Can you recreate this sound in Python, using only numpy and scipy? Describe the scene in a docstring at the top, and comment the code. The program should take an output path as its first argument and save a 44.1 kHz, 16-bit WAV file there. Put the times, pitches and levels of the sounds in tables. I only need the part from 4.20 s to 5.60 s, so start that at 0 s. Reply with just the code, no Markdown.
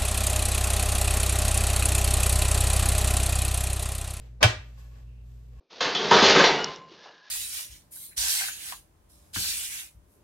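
"""One chop of a kitchen knife onto a plastic cutting board, in a small, hard-walled kitchen.
The blade crunches through a piece of food in a spray of tiny fractures, then bangs onto the board.
Board and blade ring, the counter beneath booms and the room answers with a short tail.
Faint scrapes of knife and hand on the board follow, over the hum of an appliance."""
import sys
import numpy as np
from scipy import signal
from scipy.fft import rfft, irfft
from scipy.io import wavfile
from scipy.ndimage import uniform_filter1d

SR = 44100
rng = np.random.default_rng(int(sys.argv[2]) if len(sys.argv) > 2 else 0)


def wrap_up_sound(samples):
    """Save the sound to the file named by the first command line argument, as 16-bit audio."""
    columns = np.atleast_2d(samples).T
    # keep every value between -1 and 1, then stretch to whole-number steps
    tamed = np.clip(columns, -1, 1)
    steps = np.round(tamed * 32767).astype(np.int16)
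    wavfile.write(sys.argv[1], SR, steps)


N = 61739
T = np.arange(N) / SR
HZ = np.maximum(np.arange(N // 2 + 1) * SR / N, 1)
BITE_S, PRESS_S, CHOP_S = 0.2068, 0.2197, 0.2279   # the blade bites, bears down, meets the board

# stereo image of the noise layers: freq_hz, left_right_correlation
STEREO_IMAGE = [(120, 0.92), (220, -0.023), (350, 0.2), (700, .1), (1400, 0.22), (2800, 0.094),
                (5000, 0.16), (9000, -.2)]
# tone of the room's still air: freq_hz, gain_db
AIR_EQ = [(25, -11.5), (55, 3), (110, 0.5), (190, -8.5), (300, -17), (470, -16), (800, -27), (2000, -33.5),
          (5000, -38.5), (13000, -45), (15000, -67.5)]
# appliance motor and mains hum: pitch_hz, rms_db
HUM_PARTIALS = [(56.6, -44.5), (119.4, -53), (239.5, -71.5)]
# knife and hand sliding on the board: peak_s, hiss_db, rise_s, t60_s, tilt_db_per_octave, ring_db
SCRAPE_STROKES = [(.06, -60, 0.3, 0.38, -1.5, -76.5), (.51, -64.5, 0.29, 0.84, -0.5, -86),
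                  (0.593, -61.5, 0.034, 0.34, 2, -64), (.66, -68, 0.24, 1.35, 2, -76),
                  (0.796, -63, 0.15, .3, -1.5, -69), (1.08, -66, 0.049, 0.49, -5, -91.5),
                  (1.13, -72, 0.18, 2.5, 2.5, -86), (1.34, -61.5, 0.05, 0.24, -3.5, -81.5),
                  (1.398, -65.5, 0.069, 0.34, -2, -70.5)]
# tone of the sliding hiss: freq_hz, gain_db
SCRAPE_EQ = [(200, -2), (500, 5), (1200, -6.5), (2500, -2), (5000, -8), (8000, -8.5), (10000, -22),
             (13300, -6.5), (15000, -44)]
# resonances that sliding excites: pitch_hz, strength_db
SCRAPE_MODES = [(860, -4.5), (1110, 3), (1500, -6.5), (1682, -2), (2635, -4), (4900, -9.5)]
# tone of the reverb: freq_hz, gain_db
REVERB_EQ = [(100, -7), (250, -8), (450, 1), (800, -4.5), (1600, -2), (2600, -2), (4000, -6), (6500, -10),
             (8600, -17.5), (10500, -26.5), (13500, -26), (14800, -61)]
# decay of the reverb: freq_hz, t60_s
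REVERB_DECAY = [(100, 0.33), (500, 0.32), (2000, 0.36), (5000, .32), (8000, .25), (13000, 0.21)]
# low room modes: pitch_hz, level_db, attack_s, t60_s
ROOM_MODES = [(84, -29.5, 0.013, .25), (109.8, -26, 0.079, .13)]
# the counter flexing, then settling: start_s, pitch_hz, level_db, attack_s, hold_s, t60_s
COUNTER_BOOMS = [(0.2378, 103.4, -12.5, .017, .009, .045), (0.362, 88.5, -36, 0.024, 0.0026, .12)]
# tone of breaking food: freq_hz, gain_db
CRUNCH_EQ = [(100, 1.5), (220, -9), (400, 2), (700, -1.5), (1200, 2), (1800, -8), (3200, -9), (6000, -21.5),
             (14000, -50)]
# modes of the board: pitch_hz, strength_db, t60_s
BOARD_TONES = [(409.5, 0.5, .13), (597.5, -2.5, .16), (618.6, 4.5, .25), (753.5, -1, .17), (896, -4, 0.17),
               (1055, -6, .26), (1508, -1, .37), (1625, -3, .27), (1690, -1, 0.2), (1900, -2.5, 0.3)]
# modes of the blade: pitch_hz, strength_db, t60_s
BLADE_TONES = [(2317, 3, 0.28), (2400, -5, .34), (2634, -7.5, .26), (3028, -5.5, 0.19), (3105, 1, .15),
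               (3292, -2, .16), (3707, -3, .22), (4266, -6.5, .2), (8830, -6, 0.14)]
# dense, quickly damped ringing of board and worktop: freq_hz, gain_db
CLACK_EQ = [(150, -17.5), (280, -18.5), (420, -8), (640, 6), (1050, -2), (1650, 2), (2050, -9.5), (2400, 1),
            (3100, 3.5), (4100, -8.5), (4800, -4.5), (6500, -17.5), (9000, -19.5), (13500, -28.5),
            (14800, -57)]
# tone of the edge's first contact: freq_hz, gain_db
CRACK_EQ = [(200, -21), (900, -4), (1900, -2.5), (2800, 2), (4100, -6), (5000, -6.5), (9000, -15),
            (13000, -17.5), (16000, -34)]


def from_db(db):
    """Decibels to gain."""
    return 10 ** (np.asarray(db) / 20)


def unit_rms(x):
    """Scale to an rms of 1."""
    return x / np.sqrt(np.mean(x ** 2) + 1e-20)


def at_hz(curve, hz):
    """Read a curve on a log-frequency axis."""
    freqs, values = np.transpose(curve)
    return np.interp(np.log(hz), np.log(freqs), values)


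def drift(per_s):
    """Slow random wander with a spread of about 1."""
    knots = rng.standard_normal(4096)
    return np.interp(T * per_s, np.arange(len(knots)), knots)


def envelope(start, attack, hold, t60):
    """Smooth rise, hold and exponential release, all in seconds."""
    age = T - start
    rise = np.sin(np.pi / 2 * np.clip(age / attack, 0, 1)) ** 2
    return rise * from_db(-60 * np.maximum(age - attack - hold, 0) / t60)


def stereo_noise(eq, tilt_db=0):
    """Shaped noise, centred in the bass and wide above, tilted by tilt_db per octave; rms 1."""
    mid, side = rfft(rng.standard_normal((2, N)))
    correlation = at_hz(STEREO_IMAGE, HZ)
    pair = np.sqrt(1 + correlation) * mid + np.sqrt(1 - correlation) * side * np.array([[1], [-1]])
    return unit_rms(irfft(pair * from_db(at_hz(eq, HZ) + tilt_db * np.log2(HZ)), N))


def low_tone(start, hz, db, attack, hold, t60):
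    """A sine that swells and dies away."""
    return from_db(db) * envelope(start, attack, hold, t60) * np.sin(2 * np.pi * hz * (T - start))


def through_modes(burst, lift_db, width_hz=37):
    """Gather a burst's energy round the modes of board and blade, keeping its broad tone."""
    mid_side = np.array([[1, 0.91], [1, -1]]) / np.sqrt(2)
    spectrum = rfft(mid_side @ burst)
    peaks = 1 + sum(from_db(lift_db + db) ** 2 / (1 + (2 * (HZ - hz) / width_hz) ** 2)
                    for hz, db, _ in BOARD_TONES + BLADE_TONES)
    power = abs(spectrum) ** 2
    fine, broad = (abs(uniform_filter1d(power, size=bins)) + 1e-9 for bins in (60, 600))
    flatten = broad / fine   # evens out the noise's own chance peaks
    gain = np.sqrt(flatten * peaks / uniform_filter1d(peaks, size=600))
    gate = np.clip((T - CHOP_S) / 0.0012, 0, 1)   # no ringing ahead of the hit
    return mid_side @ irfft(spectrum * gain, N) * gate


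def room_tone():
    """The still air of the kitchen: a soft, dark bed of noise."""
    return from_db(-56.5) * stereo_noise(AIR_EQ)


def appliance_hum(waver_db=0.47):
    """A motor and the mains drone low, each partial wavering slightly in level."""
    hum = 0
    for hz, db in HUM_PARTIALS:
        gain = np.sqrt(2) * from_db(db + waver_db * drift(per_s=22))
        hum = hum + gain * np.sin(2 * np.pi * (hz * T + rng.random()))
    return hum


def scrapes(width_hz=53, grain_db=1):
    """Knife and hand slide in soft, grainy strokes that hiss and set the board ringing."""
    resonance = sum(from_db(db) / (1 + 2j * (HZ - hz) / width_hz) for hz, db in SCRAPE_MODES)
    ring = unit_rms(irfft(rfft(rng.standard_normal((2, N))) * resonance, N))
    slides = 0
    for peak_s, hiss_db, rise, t60, tilt_db, ring_db in SCRAPE_STROKES:
        stroke = from_db(grain_db * drift(per_s=280)) * envelope(peak_s - rise, rise, 0, t60)
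        hiss = from_db(hiss_db) * stereo_noise(SCRAPE_EQ, tilt_db)
        slides = slides + stroke * (hiss + from_db(ring_db) * ring)
    return slides


def blade_rasp(pitch_hz=2650, width_hz=250):
    """The blade comes free with a faint, narrow band of friction noise."""
    band = signal.iirpeak(pitch_hz, pitch_hz / width_hz, fs=SR)
    rasp = unit_rms(signal.lfilter(*band, rng.standard_normal((2, N))))
    return from_db(-74) * rasp * envelope(start=0.85, attack=0.031, hold=0.13, t60=0.2)


def kitchen_reverb():
    """The chop's reflections off hard walls build and die away, each octave at its own rate."""
    spectrum = rfft(stereo_noise(REVERB_EQ))
    octave = np.log2(np.clip(HZ, 100, 12800) / 100)
    tail = 0
    for k in range(8):
        band = irfft(spectrum * np.maximum(1 - abs(octave - k), 0), N)
        tail = tail + band * envelope(CHOP_S, attack=0.01, hold=0, t60=at_hz(REVERB_DECAY, 100 * 2 ** k))
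    return through_modes(from_db(-19.5) * tail, lift_db=5.5)


def room_bloom():
    """The room's low modes swell from the moment the blade bears down."""
    return sum(low_tone(PRESS_S, hz, db, attack, 0, t60) for hz, db, attack, t60 in ROOM_MODES)


def counter_boom():
    """The counter flexes under the blow for a few deep cycles, then settles."""
    return sum(low_tone(*boom) for boom in COUNTER_BOOMS)


def food_crunch(snaps_per_s=2500, midway_db=-28.5, growth_db=24):
    """Tiny fractures in the food, growing louder until the blade is through."""
    progress = (T - BITE_S) / (CHOP_S - BITE_S)
    cutting = (progress > 0) & (progress < 1)
    swell = cutting * from_db(midway_db + growth_db * (np.clip(progress, 0, 1) - 0.5))
    fractures = unit_rms((rng.random(N) < snaps_per_s / SR) * rng.standard_normal(N)) * swell
    snap = stereo_noise(CRUNCH_EQ) * envelope(0, attack=0.00066, hold=0, t60=0.049)
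    snap /= np.sqrt(np.sum(snap ** 2) / 2)   # unit energy per channel
    return signal.fftconvolve(fractures[None], snap, axes=1)[:, :N]


def board_and_blade_ring(base_db=-28.5, tilt_db_per_octave=-2.5, waver_db=3, spread_rad=1.1):
    """Each struck mode rings out as a clear, hollow tone that swells and dips unevenly."""
    ring, lowest_hz = 0, BOARD_TONES[0][0]
    for hz, db, t60 in BOARD_TONES + BLADE_TONES:
        phase = 2 * np.pi * rng.random()
        stereo_offset = spread_rad * rng.uniform(0.5, 1) * np.array([[1], [-1]])
        tone = np.sin(2 * np.pi * hz * T + phase + stereo_offset)
        tilt_db = tilt_db_per_octave * np.log2(hz / lowest_hz)
        gain = from_db(base_db + db + tilt_db + waver_db * drift(per_s=45))
        ring = ring + gain * tone * envelope(CHOP_S, attack=0.012, hold=0, t60=t60)
    return ring


def knife_chop():
    """The edge lands with a bright crack; board and worktop give it body with a resonant clack."""
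    crack = stereo_noise(CRACK_EQ) * envelope(CHOP_S, attack=0.0016, hold=0.0008, t60=0.023)
    clack = stereo_noise(CLACK_EQ) * envelope(CHOP_S, attack=0.0018, hold=0.012, t60=0.08)
    return from_db(-11) * crack + through_modes(from_db(-11.5) * clack, lift_db=17.5)


def scene():
    """Mix the layers from back to front, with a quick fade-in."""
    bed = room_tone() + appliance_hum()
    handling = scrapes() + blade_rasp()
    room = kitchen_reverb() + room_bloom()
    hit = counter_boom() + food_crunch() + board_and_blade_ring() + knife_chop()
    return (bed + handling + room + hit) * np.clip(T / 0.006, 0, 1)


def record(dry, ceiling=0.9, cutoff_hz=16000):
    """Soft-clip the highest peaks and cut the extreme top."""
    rounded = dry / (1 + (dry / ceiling) ** 6) ** (1 / 6)
    return signal.sosfilt(signal.cheby2(12, 60, cutoff_hz, fs=SR, output="sos"), rounded)


dry = scene()
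out = record(dry)
wrap_up_sound(out)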